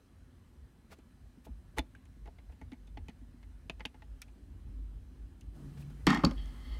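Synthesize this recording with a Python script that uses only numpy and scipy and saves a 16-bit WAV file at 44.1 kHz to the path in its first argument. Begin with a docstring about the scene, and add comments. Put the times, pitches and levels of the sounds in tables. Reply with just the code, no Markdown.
"""A table in a quiet room, a thin cast plate lying on a mat, the camera's microphone close above.
From the start a low table rumble, camera hiss and a faint whine lie underneath.
From about 1 s a small screwdriver works screws: its tip ticks and knocks, ringing the plate's modes.
At 5.5 s hiss and whine grow louder, and hands and sleeve brush the mat once more.
At 6.07 s the tool drops on the table; trains of contacts make it rattle, bounce and roll to the end."""
import sys
import numpy as np
from scipy import signal
from scipy.fft import rfft, irfft
from scipy.io import wavfile
from scipy.ndimage import uniform_filter1d

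SR = 44100
rng = np.random.default_rng(int(sys.argv[2]) if len(sys.argv) > 2 else 0)


def attenuation_scalar(level_db):
    """Turn a level in dB into a linear amplitude multiplier (20 dB per decade)."""
    decades = np.asarray(level_db, float) / 20
    return 10 ** decades


def master(y):
    """Save y as 16-bit WAV."""
    cut = np.clip(np.atleast_2d(y).T, -1, 1)
    pcm = np.round(cut * 32767)  # scale
    wavfile.write(sys.argv[1], SR, pcm.astype(np.int16))


N = 299439


def read(points, hz):
    """A spectrum at the given frequencies, interpolated over log frequency."""
    f, value = np.transpose(points)
    return np.interp(np.log(hz + 1), np.log(f + 1), value)


def columns(rows):
    """Every control of a curve, sample by sample."""
    s, *values = np.transpose(rows)
    return [np.interp(np.arange(N) / SR, s, v) for v in values]


def evened(x):
    """Scaled to rms 1."""
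    return x / np.sqrt(np.mean(x ** 2) + 1e-20)


def add(out, s, db, sound):
    """Lays a sound into the mix at its peak level."""
    out[round(s * SR):][:len(sound)] += attenuation_scalar(db) * sound / abs(sound).max()


def resonate(x, hz, width):
    """Shifts hz down to zero, smooths, and shifts back: a resonance of gain 1."""
    turn = np.exp(2j * np.pi * np.cumsum(hz * np.ones(len(x))) / SR)
    r = np.exp(-np.pi * width / SR)
    return 2 * (turn * signal.lfilter([1 - r], [1, -r], x / turn)).real


def ring(modes, near_hz=1, favour_db=0):
    """Response to one contact, in parts: body, ring, edge; the spot struck favours the modes near one pitch."""
    t, parts = np.arange(4096) / SR, np.zeros((3, 4096))
    for hz, width, db in modes:
        near = np.exp(-(np.log2(hz / near_hz) / 0.084) ** 2)
        level = attenuation_scalar(db + favour_db * near)
        width = width / (1 + .5 * near)  # a favoured mode is damped less
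        start = (1 - np.exp(-3 * hz * t)) ** 2  # a contact lasts a moment, so no mode starts at once
        decay = np.exp(-np.pi * width * t)
        part = np.searchsorted([1450, 4200], hz)  # Hz, where ring and edge begin
        parts[part] += level * width * start * decay * np.sin(2 * np.pi * hz * t)
    return parts


def chatter(ms):
    """A short burst of uneven contacts, dying away with time constant ms (at least 0.3)."""
    u = 1000 * np.arange(2048) / SR / max(ms, .3)
    happens = rng.random(2048) < .15
    contacts = rng.standard_normal(2048) * happens * (1 - np.exp(-8 * u)) * np.exp(-u)
    contacts[0] = 0.51
    return contacts


# thin tones of the camera electronics, before waver and swell: (frequency [Hz], level [dB rms])
WHINE_TONES = [(1707, -91), (3042, -94.5), (4054, -92), (5075, -98), (6089, -96.5), (7101, -99.5),
               (8064, -94.5), (8441, -101), (9135, -96.5), (10148, -100), (12172, -101), (13184, -103)]
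# hiss and whine grow louder: (time [s], gain [dB])
SWELL_CURVE = [(0, -1), (5.53, -0.5), (5.56, 6), (6, 5), (6.4, 8), (6.79, 8.5)]


def whine():
    """Sines, each wavering in level, all following the swell."""
    t, knots = np.arange(N) / SR, np.arange(0, N / SR + 1, .12)
    waver_db = 1.7 * rng.standard_normal((len(WHINE_TONES), len(knots)))
    out = np.zeros(N)
    for (hz, db), waver in zip(WHINE_TONES, waver_db):
        level = np.sqrt(2) * attenuation_scalar(db + np.interp(t, knots, waver))
        out += level * np.sin(2 * np.pi * (hz * t + rng.random()))
    return attenuation_scalar(columns(SWELL_CURVE)[0]) * out


# relative spectrum of room air and camera noise: (frequency [Hz], density [dB per Hz])
HISS_SPECTRUM = [(59, -16), (100, -10.5), (188, -6.5), (223, -7.5), (258, -1.5), (306, -25), (340, -9.5),
                 (386, -18), (640, -23), (1730, -27.5), (2320, -31.5), (3050, -33), (7730, -41),
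                 (8230, -38), (15500, -46)]


def hiss():
    """Shaped noise of room air and camera with slight patches; the swell lifts the treble most."""
    hiss_db = -74  # dB rms of the part above 500 Hz, over the first 5 s
    hz, frames = np.fft.rfftfreq(2048, 1 / SR), N // 512 + 5
    a, b, patches = rng.standard_normal((frames, 1025, 3)).T
    patches = evened(uniform_filter1d(uniform_filter1d(patches, 12, 0), 6, 1))
    frame_swell_db = np.interp(np.arange(frames) * 512 / SR, *np.transpose(SWELL_CURVE))
    swell_db = np.outer(read([(300, 0.9), (13000, 1.0)], hz), frame_swell_db)
    shape = attenuation_scalar(read(HISS_SPECTRUM, hz))
    z = (a + 1j * b) * shape[:, None] * attenuation_scalar(1.6 * patches + swell_db)
    air = signal.istft(z, nperseg=2048, noverlap=1536)[1][:N]
    upper = np.sqrt(np.sum(shape[hz > 500] ** 2) / np.sum(shape ** 2))
    return attenuation_scalar(hiss_db) * air / air[:5 * SR].std() / upper


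# modes of the table under the mat, width before any favour: (frequency [Hz], width [Hz], level [dB])
TABLE_MODES = [(137, 360, -6.5), (181.4, 71, -0.5), (225.5, 27, -1.5), (263.4, 40, 0), (323.3, 107, -9.5)]


def table_thud(near_hz=1, favour_db=0):
    """The table's answer to one contact; neighbouring modes swing in opposite sense: it stays dark above them."""
    return sum((-1) ** k * ring([mode], near_hz, favour_db)[0] for k, mode in enumerate(TABLE_MODES))


# low shaking, before its lumps: (time [s], level [dB rms])
RUMBLE_CURVE = [(0, -58.5), (1.5, -57), (2.2, -54), (3.3, -50), (3.6, -55), (4.5, -52), (5.3, -51),
                (5.9, -44), (6.3, -41.5), (6.79, -42)]
# power share of the rumble gathered on one note near 52 Hz: (time [s], share [0-1])
STEADY_SHARE = [(0, 0.17), (3.5, 0.77), (4.5, 0.58), (6.79, 0.96)]
# a hum near 145 Hz: (time [s], level [dB rms])
HUM_CURVE = [(5.5, -77), (5.6, -53), (5.85, -43.5), (5.97, -52.5), (6.3, -54.5), (6.5, -59.5), (6.6, -76)]
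# the table modes murmur: (time [s], level [dB rms])
MURMUR_CURVE = [(4.2, -91), (4.37, -62), (4.6, -65), (4.78, -60.5), (5, -68.5), (5.52, -62.5), (5.61, -55),
                (5.9, -61), (6.05, -77), (6.79, -68)]


def rumble():
    """Lumpy low shaking of table and camera stand from resonated noise, and the hums above it."""
    lump_db, lump_s = 4, 0.072  # spread and spacing of the lumps
    db, share = columns(RUMBLE_CURVE)[0], np.clip(columns(STEADY_SHARE)[0], 0, 1)
    a, b, c, d = rng.standard_normal((N, 4)).T
    broad = evened(resonate(resonate(a, 74.8, 44), 53.3, 40))
    note = evened(resonate(resonate(d, 51.3, 5.5), 43.2, 21))
    t, knots = np.arange(N) / SR, np.arange(0, N / SR + 1, lump_s)
    lumps = np.interp(t, knots, rng.standard_normal(len(knots)))
    level = uniform_filter1d(attenuation_scalar(db + lump_db * lumps), 1500)
    low = level * (np.sqrt(1 - share) * broad + np.sqrt(share) * note)
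    rough_hum = evened(resonate(resonate(b, 145.4, 7.2), 125.6, 30))
    hum = evened(np.sin(2 * np.pi * 145 * t) + 0.49 * rough_hum)
    murmur = evened(signal.oaconvolve(c, table_thud())[:N])
    return low + attenuation_scalar(columns(HUM_CURVE)[0]) * hum + attenuation_scalar(columns(MURMUR_CURVE)[0]) * murmur


# the table is jolted: (middle [s], peak level [dB rms], half length to 1/e [ms], frequency [Hz])
JOLT_SWINGS = [(.6, -50, 39, 70), (1.797, -32, 17, 57.65), (2.51, -49, 33, 67.5), (4.12, -42.5, 34, 51),
               (4.821, -38.5, 89, 50.3), (5.01, -44, 15, 49), (6.05, -47, 62, 48.2),
               (6.259, -30.5, 21, 61.5), (6.42, -36.5, 160, 47.7), (6.79, -35, 78, 53.87)]


def jolts():
    """Short low swings of table and camera stand: sines under bell-shaped envelopes."""
    t, out = np.arange(N) / SR, np.zeros(N)
    for s, db, ms, hz in JOLT_SWINGS:
        bell = np.exp(-(1000 * (t - s) / ms) ** 2)
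        out += np.sqrt(2) * attenuation_scalar(db) * bell * np.sin(2 * np.pi * (hz * t + rng.random()))
    return out


def room(x):
    """Reverberation by sparse taps of random sign; the treble dies first."""
    taps = np.zeros(SR // 2)
    at = np.arange(150, len(taps) - 20, 20)
    taps[at + rng.integers(0, 20, len(at))] = rng.choice([-1., 1.], len(at))
    hz, t, z = signal.stft(taps, SR, nperseg=256)
    decay_s = read([(200, 0.22), (2000, 0.095), (12000, 0.078)], hz)  # time to fall 60 dB
    tail = signal.istft(z * attenuation_scalar(-60 * t / decay_s[:, None]), SR, nperseg=256)[1]
    return signal.fftconvolve(x, tail / np.linalg.norm(tail))[:N]


# hands and sleeve brush the mat:
# (middle [s], peak level [dB rms], half length to 1/e [ms], tilt above 300 Hz [dB per octave])
BRUSH_STROKES = [(0.926, -53, 16.6, -6), (1.455, -62.5, 10, -2.5), (1.78, -43, 9.1, -6.5),
                 (5.779, -58.5, 9.5, -6.5), (5.81, -64, 22, -2.5), (5.905, -64, 6.8, -5.5)]


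def brushes():
    """Soft swells of grainy broad noise, faintly coloured by the plate."""
    out, t, hz = np.zeros(N), np.arange(-2048, 2048) / SR, np.fft.rfftfreq(4096, 1 / SR)
    plate_colour = abs(rfft(ring(PLATE_MODES).sum(0))) * hz
    for s, db, ms, tilt_db in BRUSH_STROKES:
        grains = rng.standard_normal(4096) * attenuation_scalar(1.2 * rng.exponential(1, 4096))
        colour = attenuation_scalar(tilt_db * np.log2(np.maximum(hz, 300) / 1000)) * hz / (hz + 200)
        colour *= 1 + 0.067 * abs(evened(plate_colour))  # the plate answers a little
        noise = evened(irfft(rfft(grains) * colour))
        out[round(s * SR) - 2048:][:4096] += attenuation_scalar(db) * noise * np.exp(-(1000 * t / ms) ** 2)
    return out


# the hand's weight or the handle thumps the table: (time [s], peak level [dB], favoured frequency [Hz])
TABLE_THUMPS = [(0.9849, -53, 262), (1.371, -49, 200), (1.4809, -45.5, 245), (1.784, -32, 260),
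                (2.164, -53, 250), (2.613, -46.5, 267), (2.7187, -41.5, 264), (2.9715, -49, 275),
                (3.083, -41, 254), (3.2137, -50.5, 260), (3.3356, -49.5, 262), (6.0671, -16.5, 263),
                (6.1041, -22.5, 323), (6.1737, -29, 265), (6.237, -19.5, 188), (6.2571, -20.5, 226)]


def thuds():
    """Dull thumps in the table alone: a short chatter rings its modes."""
    out = np.zeros(N + 8192)
    for s, db, near_hz in TABLE_THUMPS:
        add(out, s, db, signal.fftconvolve(chatter(ms=3.1), table_thud(near_hz, favour_db=6.5)))
    return out[:N]


# a loose screw pings on one note: (time [s], peak level [dB], frequency [Hz], width [Hz])
SCREW_PINGS = [(1.95, -48.5, 1590, 90), (2.733, -55, 2220, 120), (5.825, -55, 2600, 110)]


def pings():
    """Single short notes, each one decaying mode."""
    out = np.zeros(N + 8192)
    for s, db, hz, width in SCREW_PINGS:
        add(out, s, db, ring([(hz, width, 0)]).sum(0))
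    return out[:N]


# four layers: the tool rattles to rest, rebounds, then rolls, its ring moving from about 3.1 kHz
# towards 2 kHz as a second, lower-pitched layer swells; one curve each of (time [s], ring level [dB rms])
ROLL_CURVES = [
    [(6.07, -29.5), (6.168, -41), (6.232, -57)],
    [(6.262, -49.5), (6.294, -61.5), (6.36, -78.5)],
    [(6.36, -71), (6.38, -59), (6.44, -64.5), (6.58, -70), (6.74, -60.5), (6.79, -65)],
    [(6.45, -75), (6.62, -71), (6.75, -62.5), (6.79, -66)],
]
# for each layer: (contacts [per s], size spread [dB], top frequency [Hz], favoured frequency [Hz],
# favour [dB], passes through the modes [count])
ROLL_CONTACTS = [(1846, 2, 6400, 1947, 13, 1.22), (2700, 2.5, 4500, 1700, 17, 1.2),
                 (5220, -3, 3000, 3083, 19.5, 1.57), (5000, 2.5, 2600, 2040, 4, 1.73)]
# for each layer, at its start and at its end, against the ring: (thud [dB], body [dB], edge [dB])
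ROLL_MIX = [((1, -1, -14), (11, 5, -14)), ((24.7, 10, -4.5), (20.2, 14, 8)), ((-6.5, -10, -9),
            (-10, -17, -5)), ((-1, 3, -25), (0, -4, -27))]


def rolling():
    """Uneven contacts ring tool and table: hard and sparse as it rattles, soft and dense as it rolls."""
    out, t = np.zeros(N), np.arange(N) / SR
    for rows, (first, last), contact_row in zip(ROLL_CURVES, ROLL_MIX, ROLL_CONTACTS):
        per_s, size_db, top_hz, near_hz, favour_db, passes = contact_row
        size = attenuation_scalar(size_db * np.minimum(rng.exponential(1, N), 5))
        contacts = size * rng.choice([-1, 1], N) * (rng.random(N) < per_s / SR)
        contacts = signal.sosfilt(signal.butter(2, top_hz, fs=SR, output="sos"), contacts)
        parts = [table_thud(), *ring(TOOL_MODES, near_hz, favour_db)]
        # more than one pass darkens the gaps between modes
        parts = [irfft(rfft(p, 8192) ** passes) for p in parts]
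        thud, body, mid, edge = (evened(signal.oaconvolve(contacts, p)[:N]) for p in parts)
        start_s, end_s = rows[0][0], rows[-1][0]
        thud_db, body_db, edge_db = columns([(start_s, *first), (end_s, *last)])
        sound = mid + attenuation_scalar(thud_db) * thud + attenuation_scalar(body_db) * body + attenuation_scalar(edge_db) * edge
        moving = uniform_filter1d(1. * (t > start_s) * (t < end_s), 150)
        out += moving * attenuation_scalar(columns(rows)[0]) * sound
    return out


def blows(rows, modes, favour_db, chatter_ms, growth, thud_db):
    """Each blow rings the object and thuds the table; full-bodied blows thud more.

    chatter_ms holds at -38 dB and grows by growth dB per dB softer; thud_db is over the body."""
    edge_ms = 2.5  # only the first, hardest contacts of a blow reach the edge modes
    out = np.zeros(N + 8192)
    for s, db, body_db, edge_db, near_hz in rows:
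        contacts = chatter(chatter_ms * attenuation_scalar(-growth * (db + 38)))
        body, mid, edge = ring(modes, near_hz, favour_db)
        add(out, s, db + body_db + thud_db, signal.fftconvolve(contacts, table_thud()))
        add(out, s, db + body_db, signal.fftconvolve(contacts, body))
        add(out, s, db, signal.fftconvolve(contacts, mid))
        hard = contacts * np.exp(-1000 * np.arange(len(contacts)) / SR / edge_ms)
        add(out, s, db + edge_db, signal.fftconvolve(hard, edge))
    return out[:N]


# handle on the table; body and edge against the ring:
# (time [s], ring peak [dB], body [dB], edge [dB], favoured frequency [Hz])
HANDLE_KNOCKS = [(6.0678, -15, -12, 0, 870), (6.0735, -25.5, 8, -10, 1030), (6.1029, -24, 2, -3, 1110),
                 (6.1294, -29, 7.5, -13, 960), (6.1467, -28.5, -5, -0.5, 1820), (6.1724, -37, -1, -7, 966),
                 (6.2358, -32, 14.5, -24, 524.5), (6.2477, -28.5, 6, 10.5, 4350),
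                 (6.3105, -42.5, -1, 3, 540), (6.38, -46, -13.5, -18, 3180), (6.458, -61.5, -4, 11.5, 520)]
# modes of the tool, width before any favour: (frequency [Hz], width [Hz], level [dB])
TOOL_MODES = [(547.3, 56, -7), (860, 82, -2.5), (1078, 340, 1.5), (1217, 98, -6), (1650, 29, -27),
              (1878, 63, 8.5), (2050, 203, 11), (2450, 32, -12), (3180, 240, -1), (3320, 170, 6.5),
              (3635, 210, 5.5), (4196, 320, 1), (4500, 194, 11), (5120, 1150, 10), (6300, 430, 2),
              (7750, 260, -10), (11300, 1700, -6)]


def handle_knocks():
    """The dropped handle strikes the table; here the softer blows chatter more briefly."""
    return blows(HANDLE_KNOCKS, TOOL_MODES, favour_db=23, chatter_ms=3, growth=-0.28, thud_db=-2)


# tip on screw and plate; body and edge against the ring:
# (time [s], ring peak [dB], body [dB], edge [dB], favoured frequency [Hz])
TIP_TAPS = [(0.9855, -63, 5.5, 1.5, 1510), (1.4645, -62.5, 18.5, -8, 3990), (1.7755, -45, 12, -18, 1760),
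            (1.784, -21, -4.5, -8, 2013), (1.7904, -24.5, -8.5, -8, 3490), (1.95, -56.5, -1.5, -7, 2670),
            (2.0532, -60.5, -3, 0, 1700), (2.2565, -54, 1.5, -8, 2010), (2.2726, -55, 10.5, -8, 1950),
            (2.3837, -53, -6, -21, 2200), (2.4935, -64.5, 9.5, -18, 2050), (2.5202, -60, 0, -7, 1830),
            (2.613, -51.5, 6.5, -8, 2080), (2.7175, -48, -3, -14, 2200), (2.731, -55, 2, -7, 2180),
            (2.8714, -59, -6, -2, 3500), (2.9718, -44.5, 4, -15, 2200), (3.0834, -45, -0.5, -5.5, 2270),
            (3.0946, -52, -3, -5, 2000), (3.4278, -55.5, -1.5, -8, 2180), (3.697, -27.5, -6.5, -14, 2700),
            (3.7958, -48.5, -1, -10, 1990), (3.8052, -39.5, -4, -18, 2100),
            (3.8525, -25, -10.5, -17.5, 2850), (3.8564, -32.5, -8.5, -8.5, 2730),
            (3.9428, -57.5, 6.5, -10, 2000), (4.0204, -47.5, -4, -15, 1994), (4.2176, -42, -32, 6.5, 5370),
            (4.2799, -58.5, -6, -8, 2450), (5.4093, -55.5, -29, 5.5, 2900)]
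# modes of the cast plate, width before any favour: (frequency [Hz], width [Hz], level [dB])
PLATE_MODES = [(489, 175, 10.5), (692, 200, 11.5), (834.5, 63, 7), (1123, 300, -6.5), (1590, 330, 7),
               (2074, 430, 6.5), (2180, 340, -5), (2540, 720, 21.5), (2850, 380, 4), (3140, 2140, 19.5),
               (3500, 140, -0.5), (4830, 78, -37), (5570, 230, -25.5), (6395, 94, -10), (7210, 920, -13.5),
               (8770, 2300, -17.5), (9570, 3200, -27.5), (11100, 670, -78)]


def tip_taps():
    """The tip ticks and knocks on screw and plate; soft taps chatter longer."""
    return blows(TIP_TAPS, PLATE_MODES, favour_db=28.5, chatter_ms=5, growth=0.27, thud_db=-9.5)


def scene():
    """Tool sounds with their room, over the floor of hiss, whine and rumble."""
    near = brushes() + thuds() + pings() + rolling() + handle_knocks() + tip_taps()
    floor = whine() + hiss() + rumble() + jolts()
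    return (near + attenuation_scalar(-18) * room(near) + floor)[None]


def band_limit(x):
    """A steep low-pass at the top of the band."""
    return signal.sosfilt(signal.butter(12, 16380, fs=SR, output="sos"), x)


def record(dry):
    """The microphone loses the lowest bass and the top treble."""
    bass_cut = signal.sosfilt(signal.butter(2, 33, "high", fs=SR, output="sos"), dry)
    top_cut = signal.sosfilt(signal.butter(10, 15700, fs=SR, output="sos"), bass_cut)
    return band_limit(top_cut)


dry = scene()
out = record(dry)
master(out)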